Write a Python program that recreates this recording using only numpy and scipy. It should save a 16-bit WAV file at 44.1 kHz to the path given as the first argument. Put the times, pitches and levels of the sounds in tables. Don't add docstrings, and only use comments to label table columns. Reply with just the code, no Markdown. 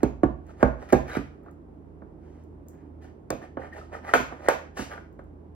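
import sys
import numpy as np
from scipy import signal
from scipy.fft import rfft, irfft
from scipy.io import wavfile

SR = 44100
rng = np.random.default_rng(int(sys.argv[2]) if len(sys.argv) > 2 else 0)


def materialize(psi):
    bounded = np.clip(np.atleast_2d(psi).T, -1, 1)
    quanta = np.round(bounded * 32767).astype(np.int16)
    wavfile.write(sys.argv[1], SR, quanta)


N = 244745

# pitch_hz, relative_level_db (per Hz)
AIR_SPECTRUM = [(20, -39.5), (30, -35), (45, -21), (65, -23), (100, -11), (130, -14), (200, -8), (255, -7),
                (295, -4), (420, -10), (480, -15.5), (900, -22.5), (1330, -32), (4370, -58.5),
                (9000, -58.5), (13000, -63.5), (16000, -74)]
AIR_DB = -49.5
# pitch_hz, waver_width_hz, waver_level_db, steady_level_db
HUMS = [(54, 6.0, -58, -68), (80, 4.0, -57, -53), (119, 1.0, -75, -65), (156.1, 1.0, -75, -61)]

# pitch_hz, likeness (-1 to 1)
DIFFUSE_LIKENESS = [(60, 0.82), (180, 0.78), (350, 0.65), (640, 0.062), (1400, -0.29), (3100, -0.09),
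                    (5000, 0.29), (6800, -.8), (9800, -0.32), (11300, -0.67), (16000, .9)]
# pitch_hz, left_minus_right_db
DIFFUSE_LEAN = [(60, -2), (180, -3), (550, -6), (1650, 0), (4970, -0.5), (15000, -1)]
# pitch_hz, t60_s
KITCHEN_DECAY = [(50, 0.12), (250, 0.38), (1000, 0.4), (4000, 0.4), (13000, 0.22)]
# pitch_hz, echo_energy_db (relative to the direct sound)
KITCHEN_LEVEL = [(50, 5), (250, -10.5), (1000, -7.5), (4000, -1), (13000, -6)]
# pitch_hz, left_minus_right_db
PORT_LEVEL = [(60, -15), (99, -0.5), (160, -6.5), (270, -10), (450, -8), (740, -7), (1220, 2.5), (2010, 1),
              (3330, -0.5), (5500, 4.5), (9080, 6), (15000, -5.5)]
# pitch_hz, left_lead_rad
PORT_PHASE = [(20, 0), (450, .1), (700, 1.4), (1030, 2.0), (1600, 1.1), (2330, -.8), (2900, -1.6),
              (4220, -1.1), (5000, -2.2), (6800, -3.1), (9800, -2.4), (11200, -.1), (16400, -.1)]

# start_s, level_db (before colouring)
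DOUGH_TACKS = [(.467, -63), (1.434, -69), (1.512, -63), (2.438, -66), (2.668, -74), (2.685, -47.5),
               (5.128, -68.5), (5.24, -70.5)]
# pitch_hz, relative_level_db (per Hz)
TACK_SPECTRUM = [(2500, -44), (5000, -18.5), (7000, 1), (9000, -5.5), (11000, -9.5), (14500, -5.5),
                 (16200, -11.5), (16600, -47)]
TACK_T60_S, TACK_TAIL_T60_S, TACK_TAIL_DB = 0.0061, 0.15, -17.5

# start_s, peak_level_db, pitch_hz, run_length_s
ROUGH_TONES = [(0.486, -48.5, 1314, .014), (0.876, -41.5, 1330, 0.046), (1.08, -40, 1570, .04),
               (1.107, -48, 3870, .03), (1.135, -49.5, 3900, .03), (1.105, -32.5, 1524, 0.029),
               (1.145, -32.5, 1425, .035), (1.133, -46, 2430, 0.02), (1.142, -49, 3220, .025),
               (1.17, -47, 1530, .04), (1.424, -58, 1220, .018), (1.473, -43.5, 1320, 0.019),
               (3.412, -44.5, 1810, 0.033), (3.611, -42, 1840, 0.014), (3.636, -49, 1840, 0.016),
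               (3.717, -36.5, 1840, 0.022), (3.755, -41, 1810, 0.011), (3.81, -39.5, 1257, 0.0061),
               (3.928, -38.5, 1900, 0.03), (3.943, -32.5, 1277, 0.016), (4.066, -33.5, 1910, 0.042),
               (4.084, -28, 1340, .018), (4.469, -28, 1895, 0.019), (4.91, -37, 1454, 0.047),
               (4.964, -44, 1420, 0.015)]

# loudest_from_s, scrape_level_db, swell_s, hold_s, fade_s,
# rub_above_scrape_db, hiss_above_scrape_db
BLADE_STROKES = [(.0, -55, .02, 0.024, .03, 3.5, -20), (0.496, -58, 0.059, 0.017, 0.033, 5.5, -11),
                 (0.612, -47.5, 0.045, 0.024, 0.055, 5, -12), (0.82, -56, 0.053, 0.0091, 0.11, 9, -7.5),
                 (0.89, -49, .01, 0.037, 0.073, -10, -22), (1.095, -43, .04, 0.057, 0.12, 0, -14),
                 (1.485, -61.5, 0.068, .01, 0.036, 9, -25), (2.238, -71, 0.057, 0.19, 0.025, 4.5, -8.5),
                 (2.734, -69.5, 0.076, 0.083, 0.11, 2.5, -24), (3.022, -57.5, .012, 0.026, 0.079, 2, -10),
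                 (3.42, -54.5, .012, 0.026, 0.044, 5, -11), (3.599, -53.5, 0.014, 0.068, 0.055, 6.5, -15),
                 (3.731, -50.5, 0.011, 0.0036, 0.036, -6, -21), (3.769, -54, 0.032, 0.011, .12, 10.5, -6),
                 (3.935, -46.5, 0.019, 0.029, 0.037, 8, -13),
                 (4.092, -42.5, 0.059, 0.0071, 0.097, 3.5, -11),
                 (4.319, -52.5, 0.024, 0.014, 0.089, 9.5, -17.5),
                 (4.455, -47.5, 0.074, 0.012, 0.046, 7.5, -10), (4.778, -44, 0.018, 0.041, 0.076, 2.5, 0.5),
                 (4.919, -47.5, 0.083, 0.027, 0.086, 2, -20), (5.193, -64.5, 0.009, 0.0051, 0.023, 10, -20)]
SWELL_DB = 20
# pitch_hz, width_hz, relative_level_db
SCRAPE_PEAKS = [(1188, 14, 7), (1560, 180, -3.5), (1772, 37, 5.5), (1960, 24, -4.5), (2550, 86, -8.5),
                (2700, 180, -34), (3280, 570, -19.5), (1780, 1130, -6.5)]
# pitch_hz, width_hz, relative_level_db
RUB_PEAKS = [(470, 230, -3.5), (630, 164, 2), (790, 188, -0.5)]
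# pitch_hz, relative_level_db (per Hz)
HISS_SPECTRUM = [(1760, -15.5), (3000, -7.5), (3390, -15.5), (3880, -15.5), (4140, -15.5), (6910, -15),
                 (8200, -18), (15100, -36.5), (16200, -32), (16500, -63)]

# start_s, thud_blow_db, pan_ring_blow_db, pan_smack_blow_db, hardness_db_per_octave, edge_tick_db
PAN_KNOCKS = [(.031, -11.5, -21, -17.5, -4.5, -29), (.233, -11.5, -19.5, -15.5, -4.5, -39.5),
              (.628, -9, -12, -10.5, -3.5, -30.5), (.924, -18, -19, -19.5, -2, -26),
              (.929, -8.5, -13, -13, -2.5, -26.5), (1.168, -20.5, -35, -33, -0.5, -39.5),
              (1.461, -68, -50, -41.5, -4.5, -70), (2.020, -41, -46, -43.5, -4, -82),
              (3.303, -25.5, -26, -29, -3.5, -24.5), (3.326, -36, -36, -34, -17, -84),
              (3.423, -47.5, -48.5, -49, -14, -63), (3.571, -33, -32.5, -29, 1.8, -62),
              (3.592, -45.5, -38.5, -45.5, -13, -79), (4.137, -26.5, -16.5, -12, 8.5, -19),
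              (4.15, -33, -22, -24, -13.5, -40), (4.2, -29.5, -40.5, -34.5, 8.5, -42.5),
              (4.323, -37.5, -37.5, -37, -2.5, -62), (4.485, -34, -15.5, -7, 2, -18),
              (4.507, -38.5, -27, -31, 2, -57.5), (4.77, -53, -37.5, -38.5, 4.5, -40),
              (4.791, -27, -36, -42.5, 6, -45), (4.978, -55, -47.5, -41.5, 3.5, -62.5),
              (5.192, -50, -46, -40.5, 2, -63.5)]
# pitch_hz, relative_level_db, t60_s
BOOM_MODES = [(40, -27, 0.19), (61.6, -23.5, 0.4), (94.5, -23, 0.16), (139, -10.5, 0.44)]
# pitch_hz, relative_level_db, t60_s
TABLE_MODES = [(214.4, -12.5, 0.24), (255.3, -5.5, 0.2), (283, -9.5, 0.21), (333.8, -13.5, 0.061),
               (357.7, -11, 0.22), (313, 9, 0.038)]
# pitch_hz, relative_level_db, cycles_to_fall_60_db (capped at 50 in use)
PAN_MODES = [(447, -2.5, 15.5), (491.3, 0, 32.5), (564, -11, 28.5), (594, -9, 42.5), (644, -1.5, 19.5),
             (748, 1.5, 37), (766, 1.5, 44), (900, -3.5, 51), (967, -6, 41.5), (1122, -0.5, 40.5),
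             (1232, -5, 42), (1333, -8.5, 44.5), (1480, 0, 53), (1607, -12, 38), (1653, -3, 47.5),
             (1779, -4, 54), (2095, -8.5, 52), (2076, -8.5, 46.5), (2250, -16.5, 53.5), (2940, -16, 55),
             (543.5, 7.5, 5.5), (1471, 5.5, 27.5), (3020, -15.5, 22), (4400, -24, 27)]
# pitch_hz, relative_level_db (per Hz)
TICK_SPECTRUM = [(1760, -4), (3000, -13.5), (5500, -11), (7480, -7.5), (9730, -12.5), (11600, -35.5),
                 (13300, -15.5), (15600, -19.5), (16500, -55.5)]
# pitch_hz, relative_level_db (per Hz)
CLATTER_SPECTRUM = [(1470, -13), (2500, 0), (2940, -10), (5230, -17), (6600, -11.5), (9660, -27.5),
                    (12700, -23.5), (15600, -34), (16000, -65.5)]
BOOM_OVER_THUD_DB, CLATTER_OVER_TICK_DB = 7.5, -16.5
CLATTER_PER_HARDNESS = 0.87

STOPBAND_HZ = 16823


def from_db(db):
    return 10 ** (np.asarray(db) / 20)


def rms_one(x):
    return x / np.sqrt(np.mean(x ** 2) + 1e-20)


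def at_hz(points, hz):
    table_hz, values = np.array(points).T
    return np.interp(np.log(hz), np.log(table_hz), values)


def coloured(x, spectrum):
    hz = np.arange(N // 2 + 1) * SR / N + 1
    return rms_one(irfft(rfft(x) * from_db(at_hz(spectrum, hz)), N))


def dying(clicks, t60):
    return signal.lfilter([1], [1, -from_db(-60 / (t60 * SR))], clicks + 1e-18)


def ring(clicks, hz, t60):
    r, w = from_db(-60 / (t60 * SR)), 2 * np.pi * hz / SR
    return signal.lfilter([0, np.sin(w)], [1, -2 * r * np.cos(w), r * r], clicks + 1e-18)


def resonate(x, peaks):
    out = 0
    for k, (hz, width_hz, db) in enumerate(peaks):
        r = np.exp(-np.pi * width_hz / SR)
        top = [(1 - r * r) / 2, 0, (r * r - 1) / 2]
        bottom = [1, -2 * r * np.cos(2 * np.pi * hz / SR), r * r]
        out = out + (-1) ** k * from_db(db) * signal.lfilter(top, bottom, x)
    return rms_one(out)


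def push(x, seconds):
    size = max(3, round(seconds * SR))
    force = np.sin(np.pi * np.arange(1, size) / size)
    return signal.fftconvolve(x, force / force.sum())[:N]


def diffuse(length):
    hz = np.arange(length // 2 + 1) * SR / length + 1
    mid, side = rfft(rng.standard_normal((2, length)))
    alike = np.clip(at_hz(DIFFUSE_LIKENESS, hz), -1, 1)
    lean = from_db(np.outer([.5, -.5], at_hz(DIFFUSE_LEAN, hz)))
    shared = np.sqrt(1 + alike) * mid
    opposed = np.sqrt(1 - alike) * side * [[1], [-1]]
    return hz, lean * (shared + opposed) / np.sqrt(2)


def background():
    hz, noise = diffuse(N)
    out = from_db(AIR_DB) * rms_one(irfft(noise * from_db(at_hz(AIR_SPECTRUM, hz)), N))
    for hum_hz, width_hz, waver_db, steady_db in HUMS:
        waver = rms_one(irfft(noise / (1 + (2 * (hz - hum_hz) / width_hz) ** 2), N))
        sine = np.sqrt(2) * np.sin(2 * np.pi * hum_hz * np.arange(N) / SR)
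        steady = sine * from_db([[-1.5], [1.5]])
        out += from_db(waver_db) * waver + from_db(steady_db) * steady
    return out


def kitchen(x):
    length = SR // 2
    hz, noise = diffuse(length)
    t, echo = np.arange(length) / SR, 0
    for centre in 40 * 2. ** np.arange(10):
        octave_share = np.cos(np.pi / 2 * np.clip(np.log2(hz / centre), -1, 1)) ** 2
        t60 = at_hz(KITCHEN_DECAY, centre)
        unit_energy = np.sqrt(2 * np.log(1000) / (t60 * SR))
        decay = from_db(at_hz(KITCHEN_LEVEL, centre) - 60 * t / t60) * unit_energy
        echo = echo + irfft(noise * octave_share, length) * decay
    echo = echo * np.clip((t - .006) / .001, 0, 1)
    return signal.fftconvolve(echo, x[None], axes=1)[:, :N]


def ports(x):
    hz = np.arange(N // 2 + 1) * SR / N + 1
    log_level = np.log(from_db(at_hz(PORT_LEVEL, hz)))
    offset = np.outer([.5, -.5], log_level + 1j * at_hz(PORT_PHASE, hz))
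    return irfft(rfft(x) * np.exp(offset), N)


def tacks():
    s, db = np.transpose(DOUGH_TACKS)
    clicks = np.zeros(N)
    clicks[(s * SR).astype(int)] = from_db(db)
    shape = dying(clicks, TACK_T60_S) + from_db(TACK_TAIL_DB) * dying(clicks, TACK_TAIL_T60_S)
    return shape * coloured(rng.standard_normal(N), TACK_SPECTRUM)


def rough_tones():
    out = np.zeros(N)
    for s, db, hz, length_s in ROUGH_TONES:
        at, size = round(s * SR), round(length_s * SR)
        slips = rng.standard_normal(SR // 8)[:size] * np.hanning(size)
        slips = np.r_[slips, np.zeros(SR // 20)]
        tone = ring(ring(slips, hz, 0.025), hz, 0.007)
        out[at:at + len(tone)] += from_db(db) * tone / np.abs(tone).max()
    return out


def strokes():
    t, level = np.arange(N) / SR, np.zeros((3, N))
    for s, scrape_db, swell, hold, fade, rub_db, hiss_db in BLADE_STROKES:
        near = slice(max(0, round((s - 3 * swell) * SR)), round((s + hold + 3 * fade) * SR))
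        away = np.maximum((s - t[near]) / swell, (t[near] - s - hold) / fade).clip(0)
        envelope = from_db(scrape_db - SWELL_DB * away)
        level[:, near] += envelope * from_db([[0], [rub_db], [hiss_db]])
    grip = np.interp(t, np.arange(600) / 70., rng.standard_normal(600))
    size_db = 3.0 * np.minimum(rng.exponential(1, N), 5) + 3.0 * grip
    sizes = from_db(size_db) * rng.choice([-1, 1], N)
    slips = sizes * (rng.random(N) < 1500 / SR)
    scrape, rub = resonate(slips, SCRAPE_PEAKS), resonate(slips, RUB_PEAKS)
    hiss = coloured(rng.standard_normal(N) + 0.18 * slips, HISS_SPECTRUM)
    return level[0] * scrape + level[1] * rub + level[2] * hiss


def strike(at, shake, modes, blow_db, slope, late_cycles, contact_s, lowest_hz, rattle_db, turn=-1):
    out, luck = np.zeros(N), rng.standard_normal((len(at), len(modes)))
    for k, (hz, db, t60) in enumerate(modes):
        clicks = np.zeros(N)
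        strength = from_db(blow_db + db + slope * np.log2(hz / 700) + 2 * luck[:, k])
        clicks[at + round(late_cycles * SR / hz)] = turn ** k * strength
        rattle = from_db(rattle_db) * shake * dying(clicks, 0.12)
        out += ring(clicks + rattle, hz, t60)
    highpass = signal.butter(3, lowest_hz, "high", fs=SR, output="sos")
    return signal.sosfilt(highpass, push(out, contact_s))


def knocks():
    s, thud_db, pan_db, smack_db, hardness, tick_db = np.transpose(PAN_KNOCKS)
    at = (s * SR).astype(int)
    shake = rng.standard_normal(N)
    pan_modes = [(hz, db, min(cycles, 50) / hz) for hz, db, cycles in PAN_MODES]

    boom = strike(at, shake, BOOM_MODES, thud_db + BOOM_OVER_THUD_DB, 0, late_cycles=0.7,
                  contact_s=0.0081, lowest_hz=42.5, rattle_db=-49.0)
    thud = strike(at, shake, TABLE_MODES, thud_db, 0, late_cycles=0.51,
                  contact_s=0.0013, lowest_hz=205, rattle_db=-30, turn=0.87)
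    pan_ring = strike(at, shake, pan_modes[:-4], pan_db, hardness, late_cycles=0.32,
                      contact_s=0.00029, lowest_hz=369, rattle_db=-33.5)
    smack = strike(at, shake, pan_modes[-4:], smack_db, hardness, late_cycles=0.29,
                   contact_s=0.0003, lowest_hz=380, rattle_db=-30.5)

    edge, loose = np.zeros((2, N))
    edge[at] = from_db(tick_db)
    loose[at] = from_db(tick_db + CLATTER_OVER_TICK_DB + CLATTER_PER_HARDNESS * hardness)
    tick = push(dying(edge, .014), .002) * coloured(rng.standard_normal(N), TICK_SPECTRUM)
    clatter = push(dying(loose, 0.23), 0.0063) * coloured(rng.standard_normal(N), CLATTER_SPECTRUM)
    return boom + thud + pan_ring + smack + clatter, tick


def scene():
    body, tick = knocks()
    knife = body + strokes() + rough_tones() + tacks()
    return background() + kitchen(knife) + ports(knife + tick)


def record(dry):
    rounded = .97 * np.tanh(dry / .97)
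    lowpass = signal.cheby2(16, 70, STOPBAND_HZ, fs=SR, output="sos")
    return signal.sosfilt(lowpass, rounded)


dry = scene()
out = record(dry)
materialize(out)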